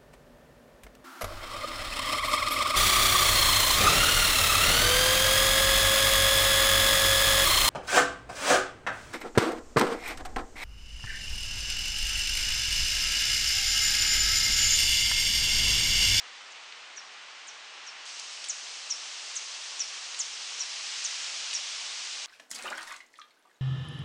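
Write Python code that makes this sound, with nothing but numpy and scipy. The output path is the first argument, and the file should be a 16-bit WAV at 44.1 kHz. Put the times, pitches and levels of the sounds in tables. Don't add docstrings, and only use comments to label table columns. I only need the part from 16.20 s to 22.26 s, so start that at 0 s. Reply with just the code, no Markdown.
import sys
import numpy as np
from scipy import signal
from scipy.fft import rfft, irfft
from scipy.io import wavfile
from scipy.ndimage import uniform_filter1d

SR = 44100
rng = np.random.default_rng(int(sys.argv[2]) if len(sys.argv) > 2 else 0)


def unload_audio(sound):
    columns = np.transpose(np.atleast_2d(sound))
    steps = np.round(np.clip(columns, -1, 1) * 32767)
    wavfile.write(sys.argv[1], SR, steps.astype(np.int16))


N = 267246

# (whistle onset [s], level [dB], glide start [Hz], glide end [Hz], length [s], opening jump [Hz])
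CHIRPS = [(0.312, -43.5, 7600, 5560, .022, 150), (.769, -31, 6000, 5340, .029, 600),
          (1.278, -32, 7200, 5250, 0.019, 150), (1.670, -32, 5880, 5180, 0.032, 500),
          (2.293, -26, 7250, 5430, .018, 150), (2.705, -25, 6000, 5190, .025, 800),
          (3.161, -28, 7150, 5430, 0.018, 150), (3.6, -25.5, 6100, 5210, .025, 750),
          (3.996, -25, 7370, 5200, .023, 150), (4.402, -27.5, 6000, 5300, 0.024, 750),
          (4.845, -27, 7100, 5250, 0.022, 150), (5.347, -26, 5930, 5330, 0.024, 900)]
def hummingbird():
    song = np.zeros(N)
    scratch_s = 0.007
    for onset, db, first_hz, last_hz, length, jump_hz in CHIRPS:
        add(song, onset, gain_of(db) * whistle(first_hz, last_hz, length, jump_hz))
        add(song, onset - scratch_s, gain_of(db) * scratch(first_hz, scratch_s))
    return foliage(song)


def whistle(first_hz, last_hz, length, jump_hz):
    attack_s, hold_s, release_s = 0.0017, 0.0094, 0.0023
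    jump_s, drop_s = 0.0035, 0.0012
    t = np.arange(0, length + release_s, 1 / SR)
    tremble = 0.0079 * unit_rms(uniform_filter1d(rng.standard_normal(2400), size=60))[:len(t)]
    opening = np.clip(0.5 + (jump_s - t) / drop_s, 0, 1)
    hz = first_hz + (last_hz - first_hz) * t / length + jump_hz * opening
    cycles = np.cumsum(hz * (1 + tremble)) / SR
    envelope = np.interp(t, [0, attack_s, length, length + release_s], [0, 1, 1, 0])
    fade = np.clip((t - hold_s) / (length - hold_s), 0, 1)
    return envelope * gain_of(-6 * fade - 3 * opening) * np.sin(2 * np.pi * cycles)


def scratch(pitch_hz, length):
    burst_s = 0.0016
    modulator, carrier = rng.standard_normal((2, 2400))
    gate = np.arange(len(carrier)) < length * SR
    bursts = gate * abs(uniform_filter1d(modulator, size=round(burst_s * SR)))
    rough = steep_band(carrier * bursts, centre_hz=pitch_hz + 500, width_hz=2100)
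    return gain_of(-11) * rough / np.sqrt((rough ** 2).sum() / (length * SR))


# (delay [ms], level [dB])
REFLECTIONS = [(2.23, -10), (5.3, -17), (9.1, -12.5), (14.5, -14.5), (23, -20)]
def foliage(sound, t60=0.58, tail_db=-9):
    response = np.zeros(SR // 2)
    arrivals = np.arange(300, len(response) - 20, 20)
    arrivals += rng.integers(0, 20, len(arrivals))
    response[arrivals] = rng.choice([-1., 1.], len(arrivals)) * gain_of(-60 * arrivals / SR / t60)
    response *= gain_of(tail_db) / np.linalg.norm(response)
    response[0] = 1
    for ms, db in REFLECTIONS:
        response[round(ms * SR / 1000)] += gain_of(db)
    return signal.oaconvolve(sound, response)[:N]


# (time [s], peak level [dB], centre frequency [Hz], 60 dB decay time [s])
TICKS = [(0.5225, -29.5, 3230, 0.06), (0.7808, -32, 1820, 0.011), (1.992, -37, 2690, 0.014),
         (1.9965, -24, 5630, 0.023), (2.175, -31, 2740, 0.015), (2.2418, -24.5, 4300, 0.026),
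         (2.2475, -32, 7260, 0.011), (3.946, -25, 3300, 0.016), (5.3104, -23.5, 3430, 0.015),
         (5.331, -20.5, 3520, 0.027), (5.338, -22, 6440, 0.011)]
def handling_ticks():
    track, t = np.zeros(N), np.arange(1500) / SR
    snap = 3.3 * (t == 0)
    width_octaves = 0.91
    edge_ratio = 2 ** (width_octaves / 2)
    for onset, db, hz, t60 in TICKS:
        crackle = (snap + rng.standard_normal(len(t))) * gain_of(-60 * t / t60)
        tick = band(crackle, hz / edge_ratio, hz * edge_ratio)
        add(track, onset, gain_of(db) * tick / abs(tick).max())
    return track


# (time [s], level [dB])
GUSTS = [(0.0, -44), (0.72, -45.5), (1.45, -44), (1.89, -42), (2.06, -42.5), (3.17, -40), (3.51, -39.5),
         (3.88, -40), (4.47, -38), (4.88, -35.5), (6.06, -38)]
# (frequency [Hz], relative spectral density [dB])
LEAF_SPECTRUM = [(710, -42.5), (1200, -16), (1330, -12), (2080, -6), (2850, -1), (3920, -1.5), (5320, -0.5),
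                 (6430, -2.5), (7640, -8), (8980, -15.5), (9920, -24), (10400, -30), (13500, -54),
                 (22000, -120)]
# (frequency [Hz], relative spectral density [dB])
TREETOP_SPECTRUM = [(15, -73), (25, -51.5), (185, -27), (421, -13.5), (466, -12), (800, -5.5), (1040, -4.5),
                    (1120, -2.5), (1460, -5), (3000, -6), (3900, -32.5), (6600, -120)]
def wind():
    times, levels = np.transpose(GUSTS)
    gust_db = np.interp(np.arange(N) / SR, times, levels)
    roar_db = -49 + 0.21 * (gust_db - levels.max())
    hiss = gain_of(gust_db) * rushing_noise(LEAF_SPECTRUM, patchy_db=0.42, flicker_db=0.25)
    roar = gain_of(roar_db) * rushing_noise(TREETOP_SPECTRUM, patchy_db=0.64, flicker_db=-0.08)
    return hiss + roar


def rushing_noise(spectrum, patchy_db, flicker_db):
    frames, hz = N // 256 + 5, np.fft.rfftfreq(1024, 1 / SR)
    real, imag, patches = rng.standard_normal((frames, len(hz), 3)).T
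    patches = uniform_filter1d(patches, size=14, axis=0)
    patches = unit_rms(uniform_filter1d(patches, size=12, axis=1))
    flicker = unit_rms(uniform_filter1d(rng.standard_normal(frames), size=5))
    level_db = level_at(spectrum, hz)[:, None] + patchy_db * patches + flicker_db * flicker
    _, noise = signal.istft((real + 1j * imag) * gain_of(level_db), nperseg=1024, noverlap=768)
    return unit_rms(noise[:N])


def insects():
    ring = steep_band(rng.standard_normal(N), centre_hz=8180, width_hz=550)
    return gain_of(-66.5) * unit_rms(ring)


def band(x, low_hz, high_hz):
    edges_hz = np.clip([low_hz, high_hz], 300, 11000)
    return signal.sosfilt(signal.butter(2, edges_hz, "bandpass", fs=SR, output="sos"), x)


def steep_band(x, centre_hz, width_hz):
    edges_hz = centre_hz - width_hz / 2, centre_hz + width_hz / 2
    return band(band(x, *edges_hz), *edges_hz)


def gain_of(db):
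    return 10 ** (np.asarray(db) / 20)


def unit_rms(x):
    return x / np.sqrt(np.mean(x ** 2) + 1e-20)


def level_at(spectrum, hz):
    frequencies, levels = np.transpose(spectrum)
    return np.interp(np.log(hz + 1), np.log(frequencies + 1), levels)


def add(track, onset, sound):
    part = track[round(onset * SR):][:len(sound)]
    part += sound[:len(part)]


def scene():
    return (wind() + hummingbird() + handling_ticks() + insects())[None]


# (frequency [Hz], gain [dB])
SHADE_RESPONSE = [(800, 0.34), (2000, 1), (3500, -2.5), (5500, -7.5), (8000, -9), (10500, -10)]
def record(dry):
    opens_s, opening_takes_s, cutoff_hz = 1.853, 0.0026, 10535
    shade = gain_of(level_at(SHADE_RESPONSE, np.fft.rfftfreq(N, 1 / SR)))
    dull = irfft(rfft(dry) * shade, N)
    lifted = np.clip((np.arange(N) / SR - opens_s) / opening_takes_s, 0, 1)
    heard = dull + lifted * (dry - dull)
    low_pass = signal.firwin(255, cutoff_hz, window=("kaiser", 9), fs=SR)
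    return signal.oaconvolve(heard, low_pass[None], "same")


dry = scene()
out = record(dry)
unload_audio(out)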